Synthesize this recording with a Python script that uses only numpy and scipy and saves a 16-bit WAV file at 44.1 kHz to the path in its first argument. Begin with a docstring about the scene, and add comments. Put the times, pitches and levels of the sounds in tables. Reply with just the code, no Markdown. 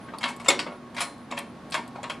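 """Pumping a mower jack

A steel lift jack under a riding mower is pumped by hand on a driveway. At each turn of the handle the loose
linkage knocks and rattles in the frame, and the pins tick. Once, the safety catch drops with a loud clank and
bounces back with a knock. Each hit is a burst of noise plus a few fading tones, the ringing of the steel.
Behind it lie the outdoor air, a far machine hum and a thin insect buzz."""
import sys
import numpy as np
from scipy import signal
from scipy.fft import rfft, irfft, next_fast_len
from scipy.io import wavfile
from scipy.ndimage import uniform_filter1d

SR = 44100
rng = np.random.default_rng(int(sys.argv[2]) if len(sys.argv) > 2 else 0)


def int16_out(signal):
    """Quantize to a 16-bit WAV file."""
    q = np.round(np.clip(np.atleast_2d(signal).T, -1, 1) * 32767)
    wavfile.write(sys.argv[1], SR, q.astype(np.int16))


N = 97020
RING_S = .7  # time given to each hit to die away

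# the steel frame's noisy ringing, from low to high: f/Hz, relative level/dB
FRAME_SPECTRUM = [(40, -33), (180, -11.5), (290, -3.5), (430, -8), (600, 1), (800, 0.5), (1000, 4),
                  (1550, -2), (2250, 2), (2900, -4), (3300, -4.5), (4500, -9.5), (6200, -15), (7600, -13.5),
                  (10200, -19), (12000, -32.5), (15000, -47)]


def linkage_knocks():
    """The loose linkage takes up its slack and knocks, which makes the frame ring. The knock just after the
    clank, at about 0.5 s, is the safety catch bouncing back."""
    # one knock a row: t/s, rise/s, level/dB, thud/dB, body/dB, brightness/dB, decay/s,
    # pitch of the struck part/Hz, boost at that pitch/dB
    knocks = [ (.082, 0.0034, -51, 28, 5, -25, 0.027, 1680, 14.5),
              (.134, 0.0049, -46.5, 15, 11, -9, 0.021, 1200, 10),
              (.204, 0.0078, -40.5, 1, 4.5, 1, 0.035, 2400, -2),
              (0.23, 0.00073, -30, -25, -1, -5, 0.02, 4270, 13.5),
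              (.239, 0.00052, -17, -3, -12, -9.5, 0.0078, 3380, 2.5),
              (.256, 0.0021, -37, -7, 12, 7, 0.0048, 1130, 4.5),
              (.275, .014, -35.5, -11, 7, 7, 0.018, 7300, 1),
              (.397, 0.0025, -41, -2, 5, 6, 0.028, 1920, -10),
              (.443, 0.0047, -43.5, 17, -1, 6, 0.035, 7500, 7),
              (.459, 0.0023, -35.5, -4, 4, -5.5, 0.036, 1170, 9),
              (.497, 0.0065, -20, 11, -1.5, 2.5, 0.017, 3800, 10.5),
              (.589, 0.0042, -25.5, -4, -2.5, -2, 0.023, 4750, 11.5),
              (.663, 0.0031, -41, 19, 8, -8, 0.033, 1310, 8),
              (.718, 0.0024, -53, 25.5, 7.5, -11, 0.024, 1250, 19.5),
              (.944, 0.0035, -47, -4, 10, 6.5, 0.019, 4650, 4),
              (0.964, .003, -34, 1, -1.5, 1, 0.036, 2090, 7),
              (.980, 0.0025, -28.5, -20, 0, -10, 0.04, 4900, 8.5),
              (1.004, 0.0029, -26.5, -3.5, 2.5, 5.5, 0.012, 10250, 13),
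              (1.013, 0.0043, -26.5, -10, 0, 7.5, 0.014, 4400, 2),
              (1.305, .004, -47.5, 9, 5, 1, 0.0061, 3260, 10),
              (1.311, 0.0035, -34, 12.5, -3, 0, 0.0053, 7100, 12),
              (1.316, 0.0088, -34, 10, 4.5, -9, 0.0056, 1048, 9.5),
              (1.366, 0.0066, -41, -7, 1.5, 0, .010, 10000, 10),
              (1.374, 0.0042, -28.5, 0.5, -3.5, -3.5, 0.016, 2540, 7),
              (1.719, 0.0049, -32, -3, -5, 3, 0.027, 4520, 12.5),
              (1.742, 0.001, -24, -5, -0.5, 3, 0.012, 2120, 6.5),
              (1.749, 0.0026, -29, -15, 6.5, -21, 0.016, 1820, 7.5),
              (1.776, 0.0041, -37.5, 18, -2.5, -13, 0.018, 960, 16.5),
              (1.953, 0.0065, -53, 17, 20.5, 1, 0.019, 4370, 16),
              (1.982, 0.0056, -61, 29, 14.5, -1, 0.0091, 824, 22),
              (2.030, 0.0019, -38.5, 3, 6, 3.5, 0.0077, 7200, 11),
              (2.038, 0.0025, -35, -1, 8, -12, 0.011, 4030, 11),
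              (2.095, 0.0053, -33.5, -1, 5, 2, 0.019, 3130, 11)]
    # the frame's clear tones: f/Hz, level/dB, time to fade by 60 dB/s
    frame_tones = [(568.3, -15.5, 0.33), (691.4, -12, 0.12), (958, -14, 0.27), (1087, -16, 0.27),
                   (1800, -23, 0.45), (2195, -14.5, 0.26), (2283, -24.5, 0.36), (2687, -20.5, 0.14),
                   (3250, -14.5, 0.14), (4235, -28, 0.28), (5350, -22.5, 0.13), (7000, -42, .2),
                   (8700, -49, .25), (9900, -30, .28)]
    out = np.zeros((2, N + SR))
    for s, *blow in knocks:
        add(out, s, strike(FRAME_SPECTRUM, frame_tones, FRAME_SPECTRUM, *blow, tail_db=-9.5))
    return out


def catch_clank():
    """The safety catch drops with a clank, and the frame rings after it."""
    # the drop: t/s, rise/s, level/dB, thud/dB, body/dB, brightness/dB, decay/s,
    # pitch/Hz, boost at that pitch/dB
    clanks = [(.482, .0062, -14, 1, 0, 0, .008, 3560, 3)]
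    # the catch's noisy ringing: f/Hz, relative level/dB
    catch_spectrum = [(40, -36), (140, 2), (300, -4), (420, 0), (530, 5), (780, -2.5), (1100, 6.5),
                      (1550, -6), (2200, 3.5), (2850, -2), (3600, -9), (4400, -3.5), (5300, -0.5),
                      (6400, -13), (7600, 5.5), (8900, -15), (9900, -15), (12000, -17), (15000, -47)]
    # its clear tones: f/Hz, level/dB, time to fade by 60 dB/s
    catch_tones = [(286.6, -17, 0.21), (351, -30, 1), (533, -19, 0.18), (962, -24, 0.15),
                   (1240, -17.5, .16), (2203, -4, 0.13), (2164, -11.5, 0.31), (3040, -27, 0.43),
                   (3577, -0.5, 0.027), (3810, -28, 0.093), (5320, -14.5, 0.059), (5780, -23.5, 0.35),
                   (7600, -18, 0.049), (9900, -7.5, 0.045)]
    out = np.zeros((2, N + SR))
    for s, *blow in clanks:
        add(out, s, strike(catch_spectrum, catch_tones, FRAME_SPECTRUM, *blow, tail_db=-14))
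    return out


def pin_ticks():
    """Light hits on the pins make short, high ticks."""
    # one tick a row: t/s, level/dB, pitch/Hz, boost at that pitch/dB
    ticks = [(0.1849, -38, 4700, 17), (.364, -46, 7900, 8.5), (0.995, -40, 8600, -1),
             (1.181, -57, 9000, -8), (1.389, -35, 9100, 8), (1.701, -50, 11500, -6),
             (1.708, -45.5, 7900, 5), (1.878, -48.5, 7900, 4.5)]
    # a pin's noisy ringing: f/Hz, relative level/dB
    pin_spectrum = [(200, -47), (3500, -5), (4700, -6.5), (6000, -16.5), (9000, -2), (11500, -10.5),
                    (15000, -30)]
    # its clear tones: f/Hz, level/dB, time to fade by 60 dB/s
    pin_tones = [(5040, -22, 0.14), (8200, -22, 0.13)]
    out = np.zeros((2, N + SR))
    for s, db, part_hz, part_db in ticks:
        tick = strike(pin_spectrum, pin_tones, pin_spectrum, rise_s=.00036, db=db,
                      thud_db=0, body_db=0, bright_db=0, decay_s=.0043,
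                      part_hz=part_hz, part_db=part_db, tail_db=-23)
        add(out, s, tick)
    return out


def strike(spectrum, tones, tail_spectrum, rise_s, db, thud_db, body_db, bright_db, decay_s,
           part_hz, part_db, tail_db):
    """Steel hits steel: a gritty crash, a softer tail with the yard's echo, and a few clear tones."""
    # how long the tail lasts in each band: f/Hz, time to fade by 60 dB/s
    tail_fades = [(150, 1), (500, 0.6), (1200, 0.32), (2500, 0.26), (5000, .3), (9000, .26), (14000, 0.11)]
    size = next_fast_len(int(RING_S * SR))
    t, hz = np.arange(size) / SR, np.fft.rfftfreq(size, 1 / SR)
    age = np.maximum(t - rise_s, 0)  # fading starts once the hit has peaked

    colour = [(300, thud_db), (1000, body_db), (3200, 0.029), (8500, bright_db)]  # f/Hz, level/dB
    ripple_db, ripple_width_hz = 5, 45  # some pitches ring more strongly than their neighbours
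    ripple = unit(uniform_filter1d(rng.standard_normal(len(hz)), int(ripple_width_hz * RING_S)))
    # the struck part lifts or lowers the sound within about 6% of its own pitch
    part_gain = 1 + (amp(part_db) - 1) / (1 + ((hz / part_hz - 1) / 0.06) ** 2)
    hit_gain = amp(read(colour, hz)) * part_gain
    crash_shape = unit(amp(read(spectrum, hz) + ripple_db * ripple)) * hit_gain
    tail_shape = unit(amp(read(tail_spectrum, hz) + ripple_db * ripple)) * hit_gain

    crash = irfft(noise_pair(size, side_db=-15) * crash_shape, size) * np.exp(-age / decay_s)
    crash *= unit(amp(1.2 * wander(size, hz=500)))  # a fast flicker in level sounds gritty

    echo = noise_pair(size, side_db=-15) * tail_shape
    centres = [f for f, _ in tail_fades]
    tail = 0
    for band, (_, fade_s) in zip(np.eye(len(centres)), tail_fades):
        band_gain = read(list(zip(centres, band)), hz)  # 1 at this band's centre, 0 at the others
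        tail += irfft(echo * band_gain, size) * fade(age, fade_s)

    ring = 0
    for f, level, fade_s in tones:
        gain = amp(level + read(colour, f)) * np.interp(f, hz, part_gain)
        ring += gain * fade(age, fade_s) * sine(f, t)

    attack = np.minimum(t / rise_s, 1) ** 1.2
    return amp(db) * attack * (crash + amp(tail_db) * tail + ring)


def jack():
    """Knocks, clank and ticks together, a little left of centre."""
    # how far the sound leans left: f/Hz, left minus right/dB
    balance = [(200, -2), (600, -0.4), (1300, 1.4), (4500, 1.3), (9000, 1.5)]
    low_cut_hz = 144  # the hits carry almost nothing below this
    hits = linkage_knocks() + catch_clank() + pin_ticks()
    hits = signal.sosfilt(signal.butter(5, low_cut_hz, "high", fs=SR, output="sos"), hits)
    lean_db = read(balance, np.fft.rfftfreq(N + SR, 1 / SR)) / 2
    return irfft(rfft(hits) * amp([lean_db, -lean_db]), N + SR)[:, :N]


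def handle_ring():
    """The steel handle is pulled back to its stop and rings on thinly."""
    # the handle meets its stop: t/s, level/dB
    stops = [(1.008, 7.5), (1.743, -9)]
    # its clear tones: f/Hz, level/dB, time to fade by 60 dB/s
    handle_tones = [(4140, -45, 0.34), (8549, -55, 0.29), (10350, -54, 0.34), (14050, -59, .2)]
    out, t = np.zeros((2, N)), np.arange(int(RING_S * SR)) / SR
    attack = np.minimum(t / .004, 1)  # rises in 4 ms
    for s, db in stops:
        ring = sum(amp(db + level) * fade(t, fade_s) * sine(f, t) for f, level, fade_s in handle_tones)
        add(out, s, (attack * ring)[None])
    return out


def outdoor_air():
    """A soft, steady rush of noise that swells slightly."""
    # the air's noise, from low to high: f/Hz, relative level/dB
    air_spectrum = [(15, -54), (25, -31), (48, -23), (160, -8), (209, -8), (239, -2.5), (267, -9),
                    (378, -13.5), (761, -17), (1140, -19), (1340, -22.5), (1850, -26), (2690, -32),
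                    (4140, -35), (7690, -46.5), (10100, -45), (15500, -68.5)]
    # how much left and right differ: f/Hz, level of their difference against what they share/dB
    width = [(40, -19), (150, -19.5), (1000, -11.5), (5000, -6.5), (12000, 0.5)]
    hz = np.fft.rfftfreq(N, 1 / SR)
    rush = unit(irfft(noise_pair(N, read(width, hz)) * amp(read(air_spectrum, hz)), N))
    swell_db = 0.76 * wander(N, hz=1.7)
    return rush * amp(-44.5 + swell_db)


def machine_hum():
    """A far machine hums with a few wavering tones."""
    # the hum's tones: f/Hz, level/dB
    hum_tones = [(240.5, -52.5), (1099, -56.5), (1157, -73)]
    out, t = np.zeros(N), np.arange(N) / SR
    for f, db in hum_tones:
        flutter_db = 3.7 * wander(N, hz=18)
        phase_drift = 0.2 * wander(N, hz=2.3)
        out += np.sqrt(2) * amp(db + flutter_db) * np.sin(2 * np.pi * f * t + phase_drift)
    return out


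def insect_buzz():
    """An insect gives short, thin buzzes: bursts of a narrow band of high noise."""
    # one buzz a row: t/s, length/s, level/dB
    buzzes = [(0, .08, -64), (0.699, 0.1, -68.5), (1.18, 0.092, -70.5), (1.45, 0.08, -71.5)]
    pitch_hz, width_hz = 9900, 140
    out = np.zeros((2, N))
    for s, length, db in buzzes:
        size = int(length * SR)
        band = np.exp(-.5 * ((np.fft.rfftfreq(size, 1 / SR) - pitch_hz) / width_hz) ** 2)
        buzz = unit(irfft(noise_pair(size, side_db=-39) * band, size))
        add(out, s, amp(db) * signal.windows.tukey(size, .5) * buzz)
    return out


def amp(db):
    """Turns decibels into a number to multiply by."""
    return 10 ** (np.asarray(db) / 20)


def unit(x):
    """Scales a signal so that its average strength (rms) is 1."""
    return x / np.sqrt(np.mean(x ** 2) + 1e-20)


def fade(t, fade_s):
    """A curve that falls by 60 dB, to a thousandth, every fade_s seconds."""
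    return np.exp(-np.log(1000) * t / fade_s)


def sine(hz, t):
    """A pure tone that starts at a random point of its wave."""
    return np.sin(2 * np.pi * (hz * t + rng.random()))


def read(points, hz):
    """Reads between a table's rows, with frequency spaced by octaves."""
    f, value = np.transpose(points)
    return np.interp(np.log(hz + 1), np.log(f + 1), value)


def add(mix, s, sound):
    """Mixes a sound in, starting at s seconds."""
    part = mix[:, max(round(s * SR), 0):][:, :sound.shape[1]]
    part += sound[:, :part.shape[1]]


def wander(size, hz):
    """A smooth random wobble of strength 1, at rates up to about hz."""
    f = np.fft.rfftfreq(size, 1 / SR)
    return unit(irfft(rfft(rng.standard_normal(size)) * np.exp(-.5 * (f / hz) ** 2), size))


def noise_pair(size, side_db):
    """Spectra of left and right white noise; the lower side_db, the more alike they are."""
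    mid, side = rfft(rng.standard_normal((2, size)))
    return mid + np.array([[1], [-1]]) * amp(side_db) * side


def scene():
    """The jack in front of the outdoor background."""
    lean_right = amp([[-0.25], [0.25]])
    return jack() + handle_ring() + (outdoor_air() + machine_hum()) * lean_right + insect_buzz()


def record(dry):
    """Cuts away the very highest treble."""
    top_hz = 15600
    low_pass = signal.firwin(511, top_hz, window=("kaiser", 9), fs=SR)
    return signal.oaconvolve(dry, low_pass[None], "same")


dry = scene()
out = record(dry)
int16_out(out)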